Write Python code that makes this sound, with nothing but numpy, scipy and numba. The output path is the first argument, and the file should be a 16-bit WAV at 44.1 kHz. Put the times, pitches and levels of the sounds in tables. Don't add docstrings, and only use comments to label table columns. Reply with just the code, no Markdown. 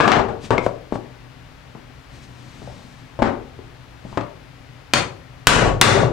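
import sys
import numpy as np
from scipy import signal
from scipy.fft import rfft, irfft, next_fast_len
from scipy.io import wavfile
from scipy.ndimage import map_coordinates
from numba import njit

SR = 44100
rng = np.random.default_rng(int(sys.argv[2]) if len(sys.argv) > 2 else 0)


def file_out(sig):
    cols = np.atleast_2d(sig).T
    lim = np.clip(cols, -1, 1)
    pcm = np.round(lim * 32767).astype(np.int16)
    wavfile.write(sys.argv[1], SR, pcm)


N = 269892

# (frequency [Hz], level [dB], t60 [s])
BENCH_MODES = [(51.7, -22, 0.27), (117, -4, 0.2), (247, -18, 0.17), (388, -4, 0.088), (580, -3, 0.067),
               (738, -3.5, 0.065), (789, -3.5, 0.05), (987, -4, 0.062), (1134, -8, 0.14),
               (1175, -8.5, 0.045), (1480, -7.5, 0.065), (1465, -17, 0.043), (1900, -7.5, 0.012)]


def amp(db):
    return 10 ** (np.asarray(db) / 20)


def unit(x):
    return x / np.sqrt(np.mean(x ** 2) + 1e-20)


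def punch(x):
    return x / np.sqrt(np.sum(x ** 2) * 100 / SR + 1e-20)


def along(points, hz):
    point_hz, value = np.transpose(points)
    return np.interp(np.log(hz + 1), np.log(point_hz), value)


def coloured(x, points):
    half = next_fast_len(x.shape[-1] // 2 + 4096)
    gain = amp(along(points, np.fft.rfftfreq(2 * half, 1 / SR)))
    cepstrum = irfft(np.log(gain))
    cepstrum[1:half] *= 2
    cepstrum[half + 1:] = 0
    response = np.exp(rfft(cepstrum))
    return irfft(rfft(x, 2 * half) * response)[..., :x.shape[-1]]


def fade(t, t60):
    return np.exp(-np.log(1000) * t / t60)


def ring(modes, scatter_db, contact_s=0.00051):
    t = np.arange(SR // 2) / SR
    tones = np.zeros(len(t))
    for hz, db, t60 in modes:
        gain = amp(db + scatter_db * rng.normal())
        tones += gain * fade(t, t60) * np.sin(2 * np.pi * hz * t)
    return punch(tones * (1 - np.exp(-(t / contact_s) ** 2)))


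def burst(spectrum, t60):
    t = np.arange(SR // 2) / SR
    x = rng.standard_normal(len(t)) * fade(t, t60)
    for _ in range(6):
        flat = irfft(np.exp(1j * np.angle(rfft(x))), len(t))
        x = flat * (t < t60)
    return punch(coloured(x, spectrum))


def diffuse(size):
    # (frequency [Hz], correlation [0-1])
    likeness = [(120, 0.97), (400, 0.24), (1200, 0.4), (3500, 0.45), (8000, 0.05)]
    a, b = rfft(rng.standard_normal((2, size)))
    correlation = np.clip(along(likeness, np.fft.rfftfreq(size, 1 / SR)), 0, 1)
    turn = np.arccos(correlation) / 2
    common, side = a * np.cos(turn), b * np.sin(turn)
    return irfft([common + side, common - side], size)


def workshop(x, echo_db, build_s=0.00053):
    # (frequency [Hz], t60 [s])
    room_t60 = [(60, 1), (130, 0.26), (300, 0.61), (1000, 0.36), (3000, 0.29), (7000, 0.29), (14000, 0.2)]
    # (frequency [Hz], level [dB])
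    room_level = [(50, -3), (120, 4.5), (280, 2), (1000, 3.5), (5000, 0.5), (10000, 4), (15000, -12)]
    hz, t, z = signal.stft(diffuse(size=SR), SR, nperseg=256)
    t60 = along(room_t60, hz)[:, None]
    equal_energy = np.sqrt(2 * np.log(1000) / (t60 * SR))
    z = z * fade(t, t60) * amp(along(room_level, hz))[:, None] * equal_energy
    tail = signal.istft(z, SR, nperseg=256)[1][:, :SR]
    build_up = 1 - np.exp(-(np.arange(SR) / SR / build_s) ** 2)
    response = amp(echo_db) * tail * build_up
    response[:, 0] += 1
    return signal.fftconvolve(x[None], response, axes=1)


def add(track, s, x):
    part = track[:, max(round(s * SR), 0):][:, :x.shape[1]]
    part += x[:, :part.shape[1]]


def hammer():
    # (time [s], level [dB], housing ring [dB])
    blow_list = [(4.936, -3, -26), (5.47, 22, -8), (5.8132, 22, -12)]
    # (frequency [Hz], level [dB per Hz])
    crack_spectrum = [(30, -7.5), (120, 3.5), (300, 0), (800, 1), (1500, 4.5), (3200, 1.5), (4300, -3),
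                      (8300, -11), (9300, -13.5), (11000, -23), (16000, -15)]
    # (frequency [Hz], level [dB], t60 [s])
    drift_modes = [(2490, 15, 0.041), (3100, -5, .05), (4390, 10, 0.12), (4400, 7, 0.082), (4750, -1, 0.08),
                   (6050, 10, 0.023), (8650, -15, .05)]
    # (frequency [Hz], level [dB], t60 [s])
    housing_modes = [(1113, -9.5, 0.22), (1440, -11, 0.046), (1860, -17, 0.049), (2010, -18, 0.058),
                     (2290, 4, 0.009), (2750, -11, 0.022), (3123, 9.5, 0.016), (3486, 6, 0.02),
                     (7220, -7, 0.028), (8360, -15, 0.013)]
    # (frequency [Hz], level [dB], t60 [s])
    frame_modes = [(55.5, -8, 0.32), (97.8, -1, 0.63)]
    weight_db, bench_db, frame_db = 2.5, -9, -20.5
    bright_db, bright_slope = -4.5, 0.091
    drift_db, drift_slope = -11, -0.54
    out = np.zeros((2, N))
    for s, db, housing_db in blow_list:
        tilt = [(600, weight_db), (1400, 0), (6500, 0.0082), (13000, bright_db + bright_slope * db)]
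        blow = coloured(burst(crack_spectrum, t60=0.02), tilt)
        blow += amp(drift_db + drift_slope * db) * ring(drift_modes, scatter_db=1)
        blow += amp(housing_db) * ring(housing_modes, scatter_db=1)
        blow += amp(bench_db) * ring(BENCH_MODES, scatter_db=1)
        blow += amp(frame_db) * ring(frame_modes, scatter_db=4, contact_s=0.0025)
        add(out, s, workshop(amp(db) * blow, echo_db=-2.0, build_s=0.00057))
    return out


def knock(hardness_db, bass_db, note_hz, note_db):
    # (frequency [Hz], level [dB per Hz])
    clack_spectrum = [(30, -15.5), (110, 1), (300, -2.5), (1000, -2.5), (2000, -12.5), (4000, -24),
                      (8000, -39.5), (15000, -83)]
    tilt = [(110, bass_db), (300, 4.5), (700, 3.5), (2000, hardness_db), (6000, hardness_db), (14000, 4)]
    wood = amp(-6.5) * ring(BENCH_MODES, scatter_db=0.0) + burst(clack_spectrum, t60=0.033)
    wood = punch(coloured(wood, tilt))
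    note = ring([(note_hz, 0, 0.02)], scatter_db=0)
    return punch(wood + amp(note_db) * note)


def blocks():
    # (time [s], level [dB], contact hardness [dB], block note [Hz], echo [dB])
    knock_list = [(.002, -3, -2.5, 1160, -2), (.007, -3.5, 6, 1720, 0.5), (.078, -3.5, 6.5, 1615, 1.5),
                  (.118, -4.5, 15.5, 1120, -1), (.124, -7.5, 7.5, 660, 1.5), (.166, -9.5, -1, 402, -1),
                  (.195, -11.5, -7, 415, -15), (0.283, -23, -1, 420, 6.5), (.506, -7, -3, 260, 0.5),
                  (.532, -19, -1, 745, -2.5), (.58, -10.5, 3, 2176, -8), (.664, -6.5, -8, 576, -11),
                  (.923, -14.5, -9.5, 280, -4.5), (.955, -20, -4, 810, -10), (1.75, -31, -4, 270, -2.5),
                  (2.619, -32.5, -16, 400, 0), (2.675, -28.5, -19, 550, -2.5), (3.19, -18.5, -6, 586, 2),
                  (3.221, -2.5, -10, 265, -5), (3.226, -8, 6.5, 440, -1), (3.59, -31.5, -22, 386, 0.5),
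                  (4.05, -31, -24, 129, 2), (4.127, -30.5, -9, 920, -2.5), (4.1734, -12, -0.5, 540, -5),
                  (4.209, -25, 8, 1200, -6)]
    bass_db, bass_slope = -5.5, -0.62
    note_db, note_slope = -5, -0.27
    out = np.zeros((2, N))
    for s, db, hardness_db, note_hz, echo_db in knock_list:
        thud_db = bass_db + bass_slope * db
        contact = knock(hardness_db, thud_db, note_hz, note_db + note_slope * hardness_db)
        add(out, s, workshop(amp(db) * contact, echo_db))
    return out


def jolts(count=3):
    # (first landing [s], level [dB], thud [dB])
    landings = [(5.565, 0, -2.5), (5.976, -4.5, 13)]
    hop_s, hop_shrink, hop_loss_db = .055, .7, 5
    out = np.zeros((2, N))
    for s, db, thud_db in landings:
        for k in range(count):
            contact = knock(hardness_db=-13.5, bass_db=thud_db, note_hz=620, note_db=-8)
            add(out, s, workshop(amp(db - hop_loss_db * k) * contact, echo_db=-5))
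            s = s + hop_s * hop_shrink ** k
    return out


def scuffs(rough=0.26):
    # (middle [s], half length [s], hiss [dB], rumble [dB])
    strokes = [(0.448, 0.028, -38, -31.5), (0.654, .03, -40, -51), (0.95, 0.018, -43.5, -63),
               (2.158, 0.046, -50.5, -44), (2.238, 0.017, -48.5, -70), (2.392, 0.0089, -59, -74),
               (2.65, 0.39, -49.5, -40.5), (4.12, 0.078, -51, -40.5)]
    # (frequency [Hz], level [dB per Hz])
    rasp_spectrum = [(300, -25), (1500, 10), (4000, 10), (8000, 0), (11000, -13), (16000, -21)]
    # (frequency [Hz], level [dB per Hz])
    rumble_spectrum = [(30, -6), (130, 13.5), (550, -8), (1100, -8), (2500, -41), (6000, -31),
                       (16000, -110)]
    t = np.arange(N) / SR
    hiss, rumble = np.zeros(N), np.zeros(N)
    for s, half_length_s, hiss_db, rumble_db in strokes:
        stroke = np.exp(-((t - s) / half_length_s) ** 2)
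        hiss += amp(hiss_db) * stroke
        rumble += amp(rumble_db) * stroke
    slips = rng.standard_normal((2, N)) * np.exp(rough * rng.standard_normal((2, N)))
    rubbing = hiss * unit(coloured(slips[0], rasp_spectrum))
    rubbing += rumble * unit(coloured(slips[1], rumble_spectrum))
    return workshop(amp(-1.0) * rubbing, echo_db=-6.5)[:, :N]


def background(air_db=-43, hum_db=-47, hum_hz=122, waver=0.14):
    # (frequency [Hz], level [dB per Hz])
    air_spectrum = [(25, -16.5), (60, -4.5), (100, -9.5), (135, -4.5), (180, -13), (215, -22.5),
                    (260, -9.5), (330, -20.5), (600, -19.5), (2000, -22), (4500, -29.5), (8000, -39),
                    (11000, -42), (15800, -42)]
    t = np.arange(N) / SR
    in_phase, quadrature = (map_coordinates(rng.standard_normal(N // 100), [t * 18]) for _ in range(2))
    wavering = 1 + waver * (in_phase + 1j * quadrature)
    hum = unit(np.real(wavering * np.exp(2j * np.pi * hum_hz * t)))
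    air = unit(coloured(diffuse(size=N), air_spectrum))
    air = coloured(air, [(100, 1.7), (400, 3.5), (3000, 1.55), (9000, -3.0)])
    return amp(air_db) * air + amp(hum_db) * hum


def scene():
    # (frequency [Hz], gain [dB])
    shade = [(30, 3.5), (110, -5), (300, -8), (600, -11), (1500, -11), (3500, -8.5), (6000, -3.5),
             (10000, -2)]
    left, right = blocks() + jolts() + hammer() * amp([[0], [1.5]]) + scuffs() + background()
    return np.array([left, coloured(right, shade)])


@njit
def ducking(excess_db, attack_s, slew_db_per_s, release_db_per_s):
    cut, out = 0.0, np.zeros(len(excess_db))
    for i in range(len(excess_db)):
        if excess_db[i] > cut:
            cut += min((excess_db[i] - cut) / attack_s, slew_db_per_s) / SR
        else:
            cut = max(cut - release_db_per_s / SR, 0.0)
        out[i] = cut
    return out


def record(dry, limit_db=-5, attack_s=0.0011, slew_db_per_s=12000, recovery_db_per_s=190, ceiling=0.87):
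    # (frequency [Hz], gain [dB])
    dull_top = [(8000, -0.5), (10500, -1), (13000, -2.5), (16000, -7)]
    rail, top_hz = amp(15), 15800
    bent = np.where(dry < 0, rail * np.tanh(dry / rail), dry)
    bent = signal.sosfilt(signal.butter(1, 25, "high", fs=SR, output="sos"), bent)
    peak = np.abs(bent).max(axis=0)
    excess_db = 20 * np.log10(peak + 1e-9) - limit_db
    ducked = bent * amp(-ducking(excess_db, attack_s, slew_db_per_s, recovery_db_per_s))
    clipped = coloured(np.clip(ducked, -ceiling, ceiling), dull_top)
    return signal.sosfilt(signal.ellip(10, .1, 80, top_hz, fs=SR, output="sos"), clipped)


dry = scene()
out = record(dry)
file_out(out)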